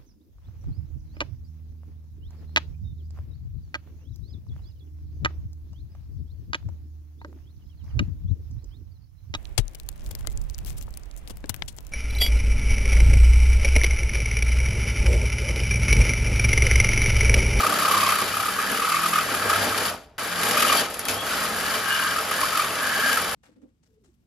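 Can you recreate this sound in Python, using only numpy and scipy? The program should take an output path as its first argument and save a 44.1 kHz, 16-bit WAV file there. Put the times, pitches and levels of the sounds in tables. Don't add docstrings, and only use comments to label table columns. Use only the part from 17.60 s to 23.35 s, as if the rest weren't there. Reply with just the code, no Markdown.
import sys
import numpy as np
from scipy import signal
from scipy.fft import rfft, irfft
from scipy.io import wavfile
from scipy.ndimage import uniform_filter1d

SR = 44100
rng = np.random.default_rng(int(sys.argv[2]) if len(sys.argv) > 2 else 0)


def wrap_up_sound(samples):
    columns = np.atleast_2d(samples).T
    tamed = np.clip(columns, -1, 1)
    steps = np.round(tamed * 32767).astype(np.int16)
    wavfile.write(sys.argv[1], SR, steps)


N = 253519

T = np.arange(N) / SR
FREQ = np.maximum(np.arange(N // 2 + 1) * SR / N, 1)

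COAST_S, RASP_FALL_DB_PER_S, GATE_FALL_DB_PER_S, GRIT_FALL_DB_PER_S = .3, 165, 111, 40
GRIT_DB, RING_DB, SHAKE_DB = -7, -1, -8
STRAIN_S, STRAIN_RASP_DB, STRAIN_RING_DB, STRAIN_GRIT_DB, STRAIN_SHAKE_DB = 0.026, 1.15, 4, 0.5, -3
RING_MAX_DB = -30.5


# [t/s, feed pressure as rasp level/dB, shaking of the gate level/dB]
STRETCHES = [
    [(0, -30, -29), (.48, -26.5, -34), (.68, -30.5, -35.5), (.95, -32, -37.5), (1.15, -30.5, -37),
     (1.45, -29.5, -39.5), (1.87, -30.5, -32), (2.05, -26, -28.5), (2.13, -30.5, -32), (2.27, -27, -31.5)],
    [(2.581, -33.5, -38), (2.75, -33, -37), (2.87, -25, -28.5), (3.03, -25.5, -30), (3.205, -24, -28.5)],
    [(3.3, -37, -35), (3.375, -41, -41), (3.48, -38, -35)],
    [(3.486, -33, -31.5), (3.61, -35, -36), (3.76, -27, -34.5), (3.95, -31.5, -34), (4.15, -28, -34.5),
     (4.23, -32, -36), (4.33, -28, -37.5), (4.66, -32, -35.5), (4.8, -29, -34.5), (5, -29, -37),
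     (5.11, -31.5, -35.5), (5.53, -27, -34), (5.75, -32, -36)],
]


def sawing():
    state = np.zeros((3, N))
    for k, stretch in enumerate(STRETCHES):
        rasp_db, gate_db = curve(stretch)
        coast = np.maximum(T - stretch[-1][0], 0)
        rasp_db = rasp_db - RASP_FALL_DB_PER_S * coast
        gate_db = gate_db - GATE_FALL_DB_PER_S * coast
        begun = (T >= stretch[0][0]) | (k == 0)
        state = np.where(begun, [rasp_db, gate_db, coast], state)
    return state


# [t/s, f/Hz (strokes per second)]
SPEED = [(0, 32.3), (.4, 33.2), (.65, 33.6), (.8, 34.2), (.93, 38.7), (1.2, 39.2), (1.31, 41.7),
         (1.54, 41.8), (1.69, 35), (1.85, 33.5), (1.915, 30.5), (1.97, 33.7), (2.05, 34), (2.27, 33.8),
         (2.58, 44), (2.77, 44), (2.92, 38), (3.17, 40.5), (3.35, 22), (3.5, 32), (3.75, 43.1),
         (4.15, 43.6), (5.1, 43.4), (5.4, 41.8), (5.75, 42)]


def stroke_rate(coast):
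    return curve(SPEED)[0] * np.exp(-coast / COAST_S)


def crank(motor, catches):
    times = catches[:, 0]
    slip = np.unwrap(2 * np.pi * (np.interp(times, T, motor) % 1)) / (2 * np.pi)
    return motor - np.interp(T, times, slip)


def bite(turns, pull_db, return_db, uneven_db, lead=0.244):
    pull = (turns + lead) % 1
    either_way = (2 * (turns + lead)) % 1
    force_db = uniform_filter1d(-pull_db * pull - return_db * either_way, size=44)
    return unit(undb(force_db + uneven_db * walk(110)))


def strain(catches, full_db=-12):
    return sum(undb(db - full_db) * swell(s, STRAIN_S) for s, db, hz in catches)


# [f/Hz, level per Hz/dB]
RASP = [(700, -25), (1100, -7), (1700, -2), (2100, -2.8), (3000, -5), (3900, -6.8), (4700, -7),
        (6100, -10.8), (7400, -6.3), (9200, -11.2), (10500, -8.8), (13000, -14.5), (15600, -17)]
# [f/Hz, width/Hz, level/dB]
WALL = [(1875, 97, 3), (2180, 110, -32), (2319, 31, 8), (2465, 14, 8.5), (2820, 26, -26), (2890, 20, 9.5),
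        (3110, 93, 5), (3267, 40, 3.5), (3574, 120, -2.5), (3776, 67, -1.5), (3880, 150, -2.5),
        (4520, 19, 9.5), (4620, 430, -2), (4876, 29, 6.5), (5180, 43, 2), (5300, 25, -18)]


def teeth(turns, rasp_db, grit_db):
    chips = colour(steel(impacts(spread=0.69)), RASP)
    wall = resonate(impacts(spread=3.1), WALL)
    snapping = chipping(per_s=260, decay_s=0.0023, burst_db=-2.0)
    rasp = unit(chips + undb(-6.0) * wall) * snapping
    grit = irfft(rfft(rasp) / (1 + (8000 / FREQ) ** 8), N)
    body_bite = bite(turns, pull_db=-0.7, return_db=-2.0, uneven_db=0.37)
    grit_bite = bite(turns, pull_db=2.5, return_db=2.0, uneven_db=1.4)
    body = (rasp - grit) * body_bite * undb(rasp_db + 0.63)
    return body + unit(grit) * grit_bite * undb(rasp_db + grit_db + 3.0)


def chipping(per_s, decay_s, burst_db):
    snaps = (rng.random(N) < per_s / SR) * rng.exponential(size=N)
    bursts = signal.lfilter([1], [1, -np.exp(-1 / (decay_s * SR))], snaps)
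    return unit(np.sqrt(1 + undb(burst_db) ** 2 * bursts))


# [t/s, peak level/dB, f/Hz]
BARKS = [(.005, -14.5, 1265), (.036, -12, 1212), (.068, -11, 1256), (.098, -17.5, 1261), (.128, -15, 1204),
         (0.159, -18, 1278), (0.192, -18.5, 1295), (.225, -14, 1238), (.254, -12, 1219), (.284, -12, 1270),
         (.314, -12, 1179), (0.343, -9.5, 1170), (.373, -13, 1201), (.404, -15, 1240), (.434, -11.5, 1196),
         (.465, -15, 1136), (.493, -13, 1200), (.526, -10.5, 1248), (.561, -18, 1244), (.590, -17.5, 1150),
         (.621, -16.5, 1174), (.742, -18, 1257), (0.772, -16, 1260), (.801, -17.5, 1275),
         (0.831, -20, 1256), (.860, -18.5, 1221), (.887, -15.5, 1250), (.991, -15, 1249),
         (1.149, -20, 1290), (1.200, -18, 1247), (1.223, -16, 1162), (1.249, -15, 1282), (1.297, -17, 1213),
         (1.321, -13.5, 1230), (1.346, -14, 1213), (1.37, -13.5, 1182), (1.44, -15, 1260),
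         (1.463, -12.5, 1225), (1.535, -13, 1227), (1.560, -11.5, 1240), (1.585, -11, 1228),
         (1.747, -16.5, 1240), (1.824, -18, 1304), (1.900, -12, 1250), (1.933, -14, 1270),
         (1.962, -17, 1315), (2.148, -19, 1220), (2.792, -21, 1250), (2.974, -12.5, 1233),
         (3.002, -15.5, 1229), (3.028, -12.5, 1228), (3.051, -13, 1248), (3.101, -14, 1180),
         (3.125, -10.5, 1180), (3.152, -16.5, 1273), (4.467, -20, 1237), (4.564, -17.5, 1256),
         (4.587, -17, 1285), (4.716, -17.5, 1253), (4.814, -19, 1266), (4.835, -15, 1110),
         (4.928, -18.5, 1245), (4.953, -17, 1314), (4.975, -16, 1236), (4.998, -12, 1234),
         (5.022, -17, 1295), (5.045, -19, 1147), (5.496, -19, 1240), (5.576, -13.5, 1336)]


def barks(catches, width_s=0.0034, skirt_s=.008, skirt_db=-17, waver_hz=20, sag_hz_per_s=3000,
          overtone_db=-19, rebound_s=0.013, rebound_db=-20):
    out, waver = np.zeros(N), waver_hz * walk(400)
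    for (s, db, hz), start in zip(catches, rng.random(len(catches))):
        near = np.abs(T - s) < 3 * skirt_s
        age = T[near] - s
        pitch = hz - sag_hz_per_s * age + waver[near]
        phase = 2 * np.pi * (start + np.cumsum(pitch) / SR)
        shape = np.exp(-(age / width_s) ** 2) + undb(skirt_db) * np.exp(-(age / skirt_s) ** 2)
        shape = shape + undb(rebound_db) * np.exp(-((age - rebound_s) / width_s) ** 2)
        tone = np.sin(phase) + undb(overtone_db) * np.sin(2 * phase)
        out[near] += undb(db) * shape / shape.max() * tone
    return with_scatter(out, 0.00394)


# [f/Hz, width/Hz, level/dB]
PIPE = [(1103, 140, -2), (1219, 69, 0), (1278, 32, 5.5), (1340, 96, 0), (1463, 148, -3)]
# [t/s, half length/s, level/dB]
GROANS = [(.36, 0.065, -22), (.475, .045, -22.5), (0.598, .03, -29.5)]
# [f/Hz, width/Hz, level/dB]
GROAN_MODES = [(890, 60, -20), (1080, 34, 7)]


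def pipe(turns, catches, ring_db):
    hanging_db = -10 * around_catches(catches, delay_s=-0.003, width_s=0.007)
    scraping = impacts(spread=2.6) * bite(turns, pull_db=5, return_db=-0.5, uneven_db=0.94)
    ring = resonate(scraping, PIPE) * undb(ring_db)
    return (ring + judder(turns, GROANS, GROAN_MODES)) * undb(hanging_db)


def judder(turns, spells, modes):
    skipping = impacts(spread=4.5) * bite(turns, pull_db=6, return_db=2, uneven_db=0.0)
    return resonate(skipping, modes) * sum(undb(db) * swell(s, half) for s, half, db in spells)


# [t/s, half length/s, level/dB]
CHATTERS = [(0.484, 0.079, -31), (1.233, .025, -33.5), (1.352, .04, -31.5), (1.57, 0.062, -34),
            (3.08, .09, -47), (5.01, .06, -38.5)]
# [f/Hz, width/Hz, level/dB]
CHATTER_MODES = [(2030, 50, -10), (2160, 69, 2.5), (2323, 29, -2), (2540, 50, 3), (2690, 50, -2.5)]


def chatter(turns):
    return judder(turns, CHATTERS, CHATTER_MODES)


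def blade(turns, rasp_db, coast, swing_hz=55, waver_hz=52):
    db, hz = rubbing(rasp_db)
    pitch = hz + swing_hz * np.cos(2 * np.pi * turns) + waver_hz * walk(500)
    phase = 2 * np.pi * np.cumsum(pitch) / SR
    tone = np.sin(phase) * bite(turns, pull_db=-0.5, return_db=2.5, uneven_db=1.5)
    singing = steel(with_scatter(tone, .005), t60_s=.04, ring_db=-6)
    scraping = resonate(impacts(spread=2.4), [(1615, 240, 0)])
    locked = 1 / (1 + undb(-2 * (db + 37.0)))
    rub = singing * np.sqrt(locked) + scraping * np.sqrt(1 - locked)
    return rub * undb(db + 4.0 - RASP_FALL_DB_PER_S * coast)


# [t/s, half length/s, f/Hz, level/dB (before the blade's make-up gain)]
SQUEALS = [(1.045, 0.13, 1680, -35.5), (1.9, 0.21, 1628, -34), (2.706, .15, 1615, -40.5),
           (4.067, 0.12, 1586, -37.5), (4.328, 0.085, 1590, -28.5), (4.471, 0.12, 1557, -32),
           (4.774, .08, 1743, -35.5), (5.314, 0.13, 1617, -31), (5.483, 0.099, 1623, -26.5)]
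RUB_HZ, RUB_DB = 1625, -12


def rubbing(rasp_db):
    levels = [undb(rasp_db + RUB_DB)] + [undb(db) * swell(s, half) for s, half, hz, db in SQUEALS]
    powers = np.array(levels) ** 2
    pitches = np.array([RUB_HZ] + [hz for s, half, hz, db in SQUEALS])
    total = powers.sum(axis=0)
    return 10 * np.log10(total), pitches @ powers / total


# [t/s, half length/s, f/Hz, glide/(Hz/s), level/dB]
SQUEAKS = [(2.985, .025, 2497, -1.5, -30), (3.02, .016, 2928, 2, -33), (3.05, .018, 2510, 0, -34),
           (3.095, .026, 2895, -1000, -28.5), (3.13, .04, 2360, -1200, -29.5),
           (3.183, 0.015, 3240, -0.5, -26.5), (3.185, 0.014, 4478, 0, -28), (3.2, .025, 3090, 1, -40),
           (3.455, 0.02, 3270, 2.5, -41), (3.557, .04, 3190, 499.5, -41), (3.61, .04, 3300, 1200, -35.5),
           (4.33, .06, 2910, -0.5, -31), (4.43, 0.015, 2890, 0, -30), (4.514, 0.09, 2920, 5, -43),
           (5.45, .2, 2995, 0, -41)]


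def squeaks(turns, waver_hz=32, swing_hz=20):
    out = 0
    for s, half, hz, glide, db in SQUEAKS:
        centre = hz + glide * np.clip(T - s, -2 * half, 2 * half)
        pitch = centre + swing_hz * np.cos(2 * np.pi * turns) + waver_hz * walk(600)
        phase = 2 * np.pi * np.cumsum(pitch) / SR
        out = out + np.sqrt(2) * np.sin(phase) * undb(db) * swell(s, half)
    out = out * bite(turns, pull_db=3, return_db=5, uneven_db=2)
    return with_scatter(out, 0.00268)


# [t/s, jangle level/dB (before its trim), jangle t60/s, crack level/dB]
CLACKS = [(1.116, -28, .26, -20.5), (2.18, -23, .07, -21), (2.582, -42, .042, -33.5),
          (2.833, -17.5, 0.07, -19), (3.022, -14.5, 0.072, -16), (3.342, -31, 0.12, -25),
          (3.393, -30, 0.22, -20), (3.453, -30, 0.12, -23), (3.484, -21.5, 0.34, -24),
          (3.512, -39, 0.052, -25), (3.542, -45, .06, -23.5), (4.712, -29, 0.19, -24)]
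CRACK_T60_S = .02


def clacks(ring_db=-2, zing_db=-11, zing_t60_s=0.1):
    ring = sum(undb(db) * decay(s, t60) for s, db, t60, crack_db in CLACKS)
    crack = sum(undb(crack_db) * decay(s, CRACK_T60_S) for s, db, t60, crack_db in CLACKS)
    zing = sum(undb(crack_db + zing_db) * decay(s, zing_t60_s) for s, db, t60, crack_db in CLACKS)
    jangle = colour(steel(impacts(spread=2.4)), RASP)
    snap = colour(impacts(spread=1.7), [(2000, -4), (6000, -2), (11000, 8.0), (16000, 1.5)])
    blade_ring = resonate(impacts(spread=1.0), [(10780, 390, 0)])
    return jangle * ring * undb(ring_db) + snap * crack + blade_ring * zing


# [f/Hz, width/Hz, level/dB]
FRAME = [(55, 20, -14), (88.2, 8.1, -2.5), (102.6, 15, -0.5), (134.7, 15, -5.5), (168, 26, -3.5),
         (203.3, 23, 0), (232, 17, 2.5), (251, 25, -0.5)]
# [f/Hz, width/Hz, level/dB]
MESH = [(280.7, 22, -1.5), (339.2, 14.4, -2), (379, 32, -2.5), (447.6, 28.6, 2), (509, 46, 0),
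        (598.6, 42.4, 3), (672, 48, 2), (736, 33, -1), (799, 30.4, 3), (930, 57, -2)]


def gate(motor, turns, rattle_db, shake_db):
    strokes = np.diff(np.floor(motor), prepend=np.floor(motor[0]))
    jolts = unit(strokes * undb(1.6 * walk(40)))
    shake = resonate(undb(-2.5) * jolts + impacts(spread=2.7), FRAME)
    loose = impacts(spread=2.63) * bite(turns, pull_db=-2.0, return_db=5, uneven_db=0.97)
    rattle = resonate(undb(-8.0) * steel(jolts, t60_s=0.14, ring_db=15.5) + loose, MESH)
    return shake * undb(shake_db - 1.0) + rattle * undb(rattle_db - 0.6)


# [t/s, level/dB, t60/s]
BUMPS = [(.61, -30, 0.42), (1.101, -31.5, 0.58), (1.709, -28, 0.31), (1.85, -26.5, .23), (2.143, -39, .18),
         (3.485, -34, 0.37), (3.75, -32, .32), (4.601, -29.5, 0.14)]
BUMP_ATTACK_S = 0.01


def bumps():
    force = 0
    for s, db, t60 in BUMPS:
        attack = np.clip((T - s) / BUMP_ATTACK_S, 0, 1)
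        force = force + undb(db) * decay(s, t60) * attack
    shudder = resonate(impacts(spread=3.1), FRAME + MESH)
    return colour(shudder, [(90, -7.0), (230, 1.5), (450, 0), (900, -8)]) * force


# [t/s, half length/s, resonance f/Hz, level/dB]
HUMS = [(.08, .2, 165, -47.5), (0.097, 0.19, 228, -49), (.1, 0.22, 295, -57), (0.097, 0.17, 195, -52),
        (.42, 0.11, 99, -50), (.42, 0.13, 199, -44), (.43, 0.12, 166, -47.5), (.39, 0.11, 332, -48),
        (.72, 0.13, 169, -50), (.78, 0.12, 102, -46), (1.088, 0.19, 195, -42.5), (1.03, 0.11, 387, -46.5),
        (1.12, 0.16, 275, -46.5), (1.195, 0.089, 465, -40), (1.35, .13, 125, -56.5),
        (1.42, 0.24, 336, -51.5), (1.47, .22, 168, -46.5), (1.445, .15, 672, -47.5),
        (1.534, 0.13, 210, -47), (2.008, 0.26, 102, -45.5), (2.766, 0.073, 176, -47),
        (3.016, 0.092, 231, -41), (3.56, 0.11, 102, -54), (3.9, .42, 87, -53.5), (3.953, 0.25, 217, -51.5),
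        (4.455, 0.081, 174, -53), (4.883, 0.21, 608, -45.5), (5.02, 0.29, 130, -53),
        (5.503, 0.12, 250, -47), (5.72, 0.087, 100, -51)]
HUM_DB = -55


def drone(motor, speed, coast, waver_db=2.0):
    starts = rng.random(size=32)

    def line(order):
        return np.sqrt(2) * np.sin(2 * np.pi * (order * motor + starts[order]))

    out = unit(sum(line(order) for order in range(2, 9))) * undb(HUM_DB)
    for s, half, hz, db in HUMS:
        nearest = round(hz / np.interp(s, T, speed))
        out = out + line(nearest) * swell(s, half) * undb(db + waver_db * walk(11))
    return out * np.exp(-2 * coast / COAST_S)


def air():
    noise = rng.standard_normal((2, N))
    return colour(noise, [(30, -18), (55, -3.0), (200, -19), (1500, -29), (12000, -53)]) * undb(-55.0)


# [f/Hz, left minus right level/dB, left lead/rad, unrelated share/(0-1)]
PORTS = [(100, 0, 0, .01), (300, -.2, 0, .05), (700, .6, 0, .08), (1250, -1, -.2, .045),
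         (1700, -1, -.5, .1), (2300, 3.5, -.3, .19), (3100, 4, .5, .17), (4100, 3, -.1, .16),
         (4900, 6, .5, .16), (5600, 3.5, .2, .25), (6400, 1.5, -.7, .19), (7700, 0, -2.7, .07),
         (8300, 0, -3.15, .002), (9000, 0, -3.6, .12), (9700, 0, -4.6, .16), (10800, 0, -5.9, .07),
         (11700, 0, -6.3, .003), (12400, 0, -6.8, .15), (13300, 0, -8, .21), (14000, 0, -8.9, .14),
         (14600, 0, -9.4, .005)]


def ports(sound):
    pan_db, lead, share = over_hz(PORTS)
    share = np.clip(share, 0, 1)
    direct, scattered = rfft(sound) * np.sqrt([1 - share, share])
    tilt = undb(pan_db / 2) * np.exp(.5j * lead)
    return irfft(np.array([(direct + scattered) * tilt, (direct - scattered) / tilt]), N)


def impacts(spread):
    return rng.standard_normal((2, N)) * undb(spread * walk(1400))


def with_scatter(x, delay_s):
    return np.array([x, np.roll(x, int(delay_s * SR))])


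def steel(x, t60_s=0.041, ring_db=-3):
    age = T[:N // 32]
    tail = rng.standard_normal(len(age)) * undb(-60 * age / t60_s)
    response = 1 + undb(ring_db) * rfft(tail / np.linalg.norm(tail), N)
    broad = np.sqrt(uniform_filter1d(np.abs(response) ** 2, size=1500))
    return unit(irfft(rfft(x) * response / broad, N))


def resonate(x, modes):
    response = 0
    for k, (hz, width, db) in enumerate(modes):
        mode = undb(db) / (1 + 1j * (FREQ ** 2 - hz ** 2) / (FREQ * width))
        response = response + (-1) ** k * mode
    return unit(irfft(rfft(x) * response * np.minimum(FREQ / modes[0][0], 1) ** 2, N))


def colour(x, points):
    low_cut = np.minimum(FREQ / points[0][0], 1) ** 2
    return unit(irfft(rfft(x) * undb(over_hz(points)[0]) * low_cut, N))


def around_catches(catches, delay_s, width_s):
    times = catches[:, 0] + delay_s
    nearest = times[np.searchsorted((times[1:] + times[:-1]) / 2, T)]
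    return swell(nearest, width_s)


def swell(s, width_s):
    return np.exp(-np.minimum(((T - s) / width_s) ** 2, 50))


def decay(s, t60_s):
    return undb(-60 * np.maximum(T - s, 0) / t60_s) * (T >= s)


def walk(rate):
    steps = rng.standard_normal(N // 16)
    return unit(np.interp(T * rate, np.arange(len(steps)), steps))


def curve(rows):
    s, *columns = np.transpose(rows)
    return [np.interp(T, s, c) for c in columns]


def over_hz(rows):
    hz, *columns = np.transpose(rows)
    return [np.interp(np.log(FREQ), np.log(hz), c) for c in columns]


def undb(db):
    return 10 ** (np.asarray(db) / 20)


def unit(x):
    return x / np.sqrt(np.mean(x ** 2))


def scene():
    rasp_db, gate_db, coast = sawing()
    speed = stroke_rate(coast)
    motor = np.cumsum(speed) / SR
    catches = np.array(BARKS)
    turns, bound = crank(motor, catches), strain(catches)

    hanging_db = -2.5 * around_catches(catches, delay_s=-0.0094, width_s=0.0032)
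    tearing_db = 2 * around_catches(catches, delay_s=0.003, width_s=0.0032)
    tooth_db = rasp_db + STRAIN_RASP_DB * bound + tearing_db + hanging_db
    grit_db = GRIT_DB + STRAIN_GRIT_DB * bound - GRIT_FALL_DB_PER_S * coast
    ring_db = np.minimum(rasp_db + RING_DB, RING_MAX_DB) + STRAIN_RING_DB * bound
    shake_db = gate_db + SHAKE_DB + STRAIN_SHAKE_DB * bound

    cutting = teeth(turns, tooth_db, grit_db)
    ringing = barks(catches) + pipe(turns, catches, ring_db) + chatter(turns)
    squealing = blade(turns, rasp_db, coast) + squeaks(turns)
    shaking = gate(motor, turns, gate_db, shake_db) + bumps() + drone(motor, speed, coast)
    return ports(cutting + ringing + squealing + clacks() + shaking + air())


TOP_HZ = 15700


def record(dry):
    return irfft(rfft(dry) / (1 + (FREQ / TOP_HZ) ** 300), N)


dry = scene()
out = record(dry)
wrap_up_sound(out)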